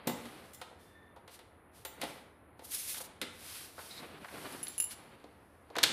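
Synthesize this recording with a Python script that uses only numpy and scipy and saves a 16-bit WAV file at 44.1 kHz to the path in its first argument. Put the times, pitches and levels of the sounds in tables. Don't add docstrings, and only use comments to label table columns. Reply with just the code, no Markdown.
import sys
import numpy as np
from scipy import signal
from scipy.fft import rfft, irfft
from scipy.io import wavfile

SR = 44100
rng = np.random.default_rng(int(sys.argv[2]) if len(sys.argv) > 2 else 0)


def dump_mix(stems):
    frames = np.atleast_2d(stems).T
    limited = np.clip(frames, -1, 1)
    pcm = np.round(limited * 32767).astype(np.int16)
    wavfile.write(sys.argv[1], SR, pcm)


N = 261072
TIME = np.arange(N) / SR

# start_s [s], level_db [dB], hardness [0-1], thud_pitch_hz [Hz], seating_delay_s [s]
POLE_KNOCKS = [(0.0692, -24.5, 0.11, 271, .014), (.0722, -22.5, 0.48, 700, .021),
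               (0.254, -42, 0.7, 300, .012), (0.6139, -33, 0.56, 860, .006), (.712, -48, 0, 646, .015),
               (1.161, -43, 0.28, 706, .011), (1.277, -42, 0.57, 745, .015),
               (1.390, -44.5, 0.63, 590, .021), (1.8492, -33, 0.63, 660, .008),
               (2.0141, -30.5, 0.81, 620, .015), (2.0283, -30, 0.07, 555, .009),
               (2.037, -38.5, 0.87, 530, .012), (2.592, -40.5, 0.4, 600, .028),
               (2.9428, -39.5, 0.86, 1130, .023), (2.967, -41.5, 0.59, 700, .012),
               (3.002, -37, 0.4, 850, .006), (3.2143, -28, 0.79, 358, .013)]
# pitch_hz [Hz], width_hz [Hz], level_db [dB]
FRAME_RESONANCES = [(145, 40, 3), (240, 50, 6), (425, 30, -1), (520, 55, 6), (725, 30, 3), (870, 80, 3),
                    (1350, 200, -4), (2000, 300, -1), (3800, 1200, -4), (9900, 1500, -2)]
# start_s [s], level_db [dB]
LOOSE_POLE_TAPS = [(.073, -41), (.534, -58), (.546, -56.5), (1.850, -50)]
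# pitch_hz [Hz], level_db [dB], t60_s [s]
POLE_MODES = [(2013, -13, .4), (3600, -17, .4), (7150, -9, .2), (7290, -9, .3), (9340, 0, .16),
              (9760, -6, .25), (11700, -2, .27), (11970, -9, .26), (14280, -7, .26)]
SEAT_LOSS_DB, SEAT_HARDNESS_SHARE = 4.5, 0.64


def frame():
    contacts = []
    for start_s, level_db, hardness, thud_hz, delay_s in POLE_KNOCKS:
        click = (start_s, level_db, hardness, thud_hz)
        seating = (start_s + delay_s, level_db - SEAT_LOSS_DB, hardness * SEAT_HARDNESS_SHARE, thud_hz)
        contacts += [click, seating]
    knocks = blows(contacts, clack_hz=1184, snap_hz=4250, clack_t60=0.11, thud_t60=0.048, snap_t60=0.053)
    body = from_db(-4) * knocks + from_db(-3) * resonate(knocks, FRAME_RESONANCES)
    ringing = struck(LOOSE_POLE_TAPS, POLE_MODES, rebound_db=-18, tick_db=10)
    return body + ringing


# start_s [s], level_db [dB], hardness [0-1], thud_pitch_hz [Hz]
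BUNDLE_KNOCKS = [(3.778, -36, 0.1, 905), (3.789, -32.5, 0.28, 970), (4.2445, -33.5, 0.2, 1240),
                 (4.282, -37.5, .3, 1380), (4.336, -38.5, 0, 453), (4.603, -38.5, 0.26, 258),
                 (4.668, -38, 0.89, 496), (5.240, -38, 0.29, 490), (5.701, -38.5, 0.2, 630),
                 (5.7535, -25.5, 0.27, 1250), (5.7644, -21, 0.47, 510), (5.7835, -18, .58, 1200),
                 (5.8305, -22, 1, 410), (5.8354, -13, 0.92, 1010), (5.875, -31, 0.84, 705)]
# pitch_hz [Hz], width_hz [Hz], level_db [dB]
BUNDLE_RESONANCES = [(298, 6.7, 7), (473, 10, 8), (4110, 1540, 2), (6300, 720, 0.5)]


def slats():
    knocks = blows(BUNDLE_KNOCKS, clack_hz=1500, snap_hz=4570,
                   clack_t60=0.05, thud_t60=0.071, snap_t60=0.029)
    return from_db(-4.0) * (knocks + resonate(knocks, BUNDLE_RESONANCES))


# start_s [s], level_db [dB]
STRAP_CHINKS = [(4.524, -45), (4.630, -33), (4.682, -34), (4.780, -29.5), (4.801, -20), (4.823, -29.5),
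                (4.830, -53), (4.841, -31)]
# pitch_hz [Hz], level_db [dB], t60_s [s]
LINK_MODES = [(2830, -17, .05), (2930, -27, .45), (7240, -15, .06), (7315, -23, .33), (10440, -7, .06),
              (10558, -15, .36), (10610, -1, .06), (10800, -20, .3), (12650, -24, .14), (14060, -20, .13),
              (14590, -21, .12)]


def watch_strap():
    return struck(STRAP_CHINKS, LINK_MODES, rebound_db=-8, tick_db=-16)


# pitch_hz [Hz], width_hz [Hz], level_db [dB]
TUBE_RESONANCES = [(1787, 22, 0), (3531, 35, -11)]
# pitch_hz [Hz], level_db [dB]
PAPER_COLOUR = [(400, -52), (1200, -10.5), (2200, -2.5), (4500, 0.5), (8000, 0), (10000, 7), (13200, 2.5),
                (15500, -9)]
# pitch_hz [Hz], width_hz [Hz], level_db [dB]
SQUEAK_RESONANCES = [(2250, 380, -5.5), (3880, 240, 4), (4070, 140, -6)]
# peak_s [s], level_db [dB], rise_s [s], fall_s [s]
BUNDLE_DRAGS = [(3.912, -49.5, .018, .07), (3.98, -49.5, .04, .04)]
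EASE_S, EASE_DB, EASE_RISE_S, EASE_HOLD_S, EASE_FALL_S = .85, -66, .13, .14, .26
SLIDE_S, SLIDE_DB, SLIDE_RISE_S, SLIDE_HOLD_S, SLIDE_FALL_S = 2.753, -42.5, 0.14, .22, 0.12


def scrapes():
    tube = rms_one(resonate(friction(800, grain=0.5, flutter_db=1.5), TUBE_RESONANCES))
    paper = coloured(friction(2600, grain=0.31, flutter_db=3), PAPER_COLOUR)
    squeak = rms_one(resonate(friction(250, grain=0.2, flutter_db=-1.0), SQUEAK_RESONANCES))
    easing = stroke(EASE_S, EASE_DB, EASE_RISE_S, EASE_FALL_S, EASE_HOLD_S)
    sliding = stroke(SLIDE_S, SLIDE_DB, SLIDE_RISE_S, SLIDE_FALL_S, SLIDE_HOLD_S)
    return easing * tube + sliding * paper + strokes(BUNDLE_DRAGS) * squeak


# peak_s [s], level_db [dB], rise_s [s], fall_s [s]
DULL_RUBS = [(.1, -54, 0.78, 0.85), (2.02, -51, 0.087, 0.34), (3.0, -61, 0.59, 1.9),
             (4.09, -51.5, 0.37, .35), (4.37, -49, 0.12, 0.63), (4.92, -58.5, 0.13, .7),
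             (5.85, -46, 0.19, .3)]
# peak_s [s], level_db [dB], rise_s [s], fall_s [s]
BRIGHT_SWISHES = [(.25, -60.5, 0.27, 0.54), (.81, -66.5, 0.039, 0.23), (1.345, -56, 0.069, 0.056),
                  (1.77, -60.5, 0.055, 0.13), (2.03, -56, 0.048, 0.28), (3.56, -46.5, 0.29, 0.24),
                  (3.83, -52.5, 0.15, 0.43), (4.45, -53.5, 0.37, 0.79), (4.915, -43.5, 0.022, 0.042),
                  (5.25, -78.5, 0.82, 2.6)]
# pitch_hz [Hz], level_db [dB]
DULL_COLOUR = [(50, -21), (130, -1.5), (230, 0.5), (600, -2.5), (1000, -5), (2500, -10), (4600, -18),
               (8000, -94)]
# pitch_hz [Hz], level_db [dB]
BRIGHT_COLOUR = [(400, -17), (1300, 2.5), (2200, 5), (4800, 6), (7000, 0), (10000, 8), (13000, 3),
                 (15500, -9.5)]
LUMPS_PER_S, LUMP_DB = 26, 2


def rubbing():
    rub = coloured(friction(2500, grain=.4, flutter_db=1.5), DULL_COLOUR)
    swish = coloured(friction(2500, grain=.3, flutter_db=.7), BRIGHT_COLOUR)
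    lumps = from_db(LUMP_DB * drift(LUMPS_PER_S))
    return strokes(DULL_RUBS) * lumps * rub + strokes(BRIGHT_SWISHES) * swish


# pitch_hz [Hz], t60_s [s]
STUDIO_DECAY = [(150, 0.62), (600, 0.62), (2000, 0.66), (5000, 0.54), (10000, 0.55), (15000, 0.058)]


def studio(x, build_s):
    t = TIME[:SR]
    edges_hz = np.geomspace(70, 16000, 13)
    tail = np.zeros(len(t))
    for low, high in zip(edges_hz, edges_hz[1:]):
        t60 = at_hz(STUDIO_DECAY, np.sqrt(low * high))
        decay = np.exp(-np.log(1000) * t / t60)
        tail += band(rng.standard_normal(len(t)), [low, high], "band") * decay
    tail *= 1 - np.exp(-t / build_s)
    return signal.fftconvolve(x, tail / np.sqrt(np.sum(tail ** 2)))[:N]


# pitch_hz [Hz], level_db [dB]
BACKGROUND_COLOUR = [(25, -21), (45, -8), (80, 6), (140, -5), (280, -2), (1100, -8.5), (2000, -15),
                     (3700, -31), (5500, -49), (8000, -48), (9800, -24), (13200, -35), (15500, -62)]
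BACKGROUND_DB = -60.5


def background():
    return from_db(BACKGROUND_DB) * coloured(rng.standard_normal(N), BACKGROUND_COLOUR)


HARD_THUD_LOSS_DB, SOFT_CLACK_LOSS_DB, SOFT_SNAP_LOSS_DB = 12, 27, 32


def blows(rows, clack_hz, snap_hz, clack_t60, thud_t60, snap_t60):
    t = TIME[:SR // 4]
    out = np.zeros(N + len(t))
    for start_s, level_db, hardness, thud_hz in rows:
        hard = np.clip(hardness, 0, 1)
        clack_db = level_db - SOFT_CLACK_LOSS_DB * (1 - hard)
        thud_db = level_db - HARD_THUD_LOSS_DB * hard
        snap_db = level_db - SOFT_SNAP_LOSS_DB * (1 - hard)
        parts = [(clack_db, [clack_hz, snap_hz], clack_t60, .0005),
                 (thud_db, [thud_hz / 2, thud_hz * 1.61], thud_t60, .002),
                 (snap_db, [snap_hz, 13000], snap_t60, .0005)]
        at = round(start_s * SR)
        for db, edges_hz, t60, rise_s in parts:
            shape = np.exp(-np.log(1000) * t / t60) * (1 - np.exp(-t / rise_s))
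            vibration = rms_one(band(burst(shape), edges_hz, "band", order=3))
            out[at:at + len(t)] += from_db(db) * vibration * np.sqrt(np.mean(shape ** 2))
    return out[:N]


def burst(shape):
    spectrum = rfft(rng.standard_normal(len(shape)) * shape)
    return irfft(spectrum / np.abs(spectrum), len(shape)) * np.sqrt(shape)


def struck(taps, modes, rebound_db, tick_db):
    start_s, tap_db = np.transpose(taps)
    start_s = np.r_[start_s, start_s + rng.uniform(.003, .008, len(start_s))]
    tap_db = np.r_[tap_db, tap_db + rebound_db]
    at = np.round(start_s * SR).astype(int)
    out = np.zeros(N)
    chance = rng.standard_normal((len(at), len(modes)))
    for k, (hz, db, t60) in enumerate(modes):
        clicks = np.zeros(N)
        clicks[at] = from_db(tap_db + db + 2 * chance[:, k])
        r = np.exp(-np.log(1000) / (t60 * SR))
        w = 2 * np.pi * hz / SR
        out += signal.lfilter([0, np.sin(w)], [1, -2 * r * np.cos(w), r * r], clicks + 1e-18)
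    contacts = np.zeros(N)
    contacts[at] = from_db(tap_db + tick_db)
    tick_envelope = signal.lfilter([1], [1, -np.exp(-1 / (0.006 * SR))], contacts)
    ticks = tick_envelope * rng.standard_normal(N)
    return out + band(ticks, 3200, "high")


def friction(slips_per_s, grain, flutter_db):
    sizes = from_db(4 * np.minimum(rng.exponential(1, N), 4)) * rng.choice([-1, 1], N)
    slips = rms_one(sizes * (rng.random(N) < slips_per_s / SR))
    pressure = from_db(flutter_db * drift(60))
    return (rng.standard_normal(N) + grain * slips) * pressure


STROKE_DEPTH_DB, STROKE_ROUNDING = 29.5, 1.925


def stroke(peak_s, level_db, rise_s, fall_s, hold_s=0):
    before = (peak_s - TIME) / rise_s
    after = (TIME - peak_s - hold_s) / fall_s
    away = np.maximum(0, np.maximum(before, after))
    return from_db(level_db - STROKE_DEPTH_DB * np.minimum(away, 10) ** STROKE_ROUNDING)


def strokes(rows):
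    return np.sqrt(sum(stroke(*row) ** 2 for row in rows))


def resonate(x, resonances):
    out = np.zeros(N)
    for hz, width_hz, db in resonances:
        r = np.exp(-np.pi * width_hz / SR)
        zeros = np.array([1, 0, -1]) * (1 - r * r) / 2
        poles = [1, -2 * r * np.cos(2 * np.pi * hz / SR), r * r]
        out += from_db(db) * signal.lfilter(zeros, poles, x + 1e-18)
    return out


def coloured(x, spectrum):
    bins_hz = np.arange(N // 2 + 1) * SR / N
    return rms_one(irfft(rfft(x) * from_db(at_hz(spectrum, bins_hz)), N))


def band(x, hz, kind, order=2):
    return signal.sosfilt(signal.butter(order, hz, kind, fs=SR, output="sos"), x + 1e-18)


def drift(rate):
    knots = rng.standard_normal(N // 20)
    return rms_one(np.interp(TIME * rate, np.arange(len(knots)), knots))


def at_hz(points, hz):
    known_hz, values = np.transpose(points)
    return np.interp(np.log(np.maximum(hz, 1)), np.log(known_hz), values)


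def rms_one(x):
    return x / np.sqrt(np.mean(x ** 2) + 1e-20)


def from_db(db):
    return 10 ** (np.asarray(db) / 20)


def scene():
    poles, bundle, watch = frame(), slats(), watch_strap()
    soft = scrapes() + rubbing()
    sent = from_db(-6.5) * poles + from_db(-8) * bundle + from_db(-16.0) * watch + from_db(-14.5) * soft
    return (poles + bundle + watch + soft + studio(sent, build_s=0.0019) + background())[None]


CUTOFF_HZ = 15500


def record(dry):
    return signal.sosfilt(signal.ellip(10, .3, 80, CUTOFF_HZ, fs=SR, output="sos"), dry)


dry = scene()
out = record(dry)
dump_mix(out)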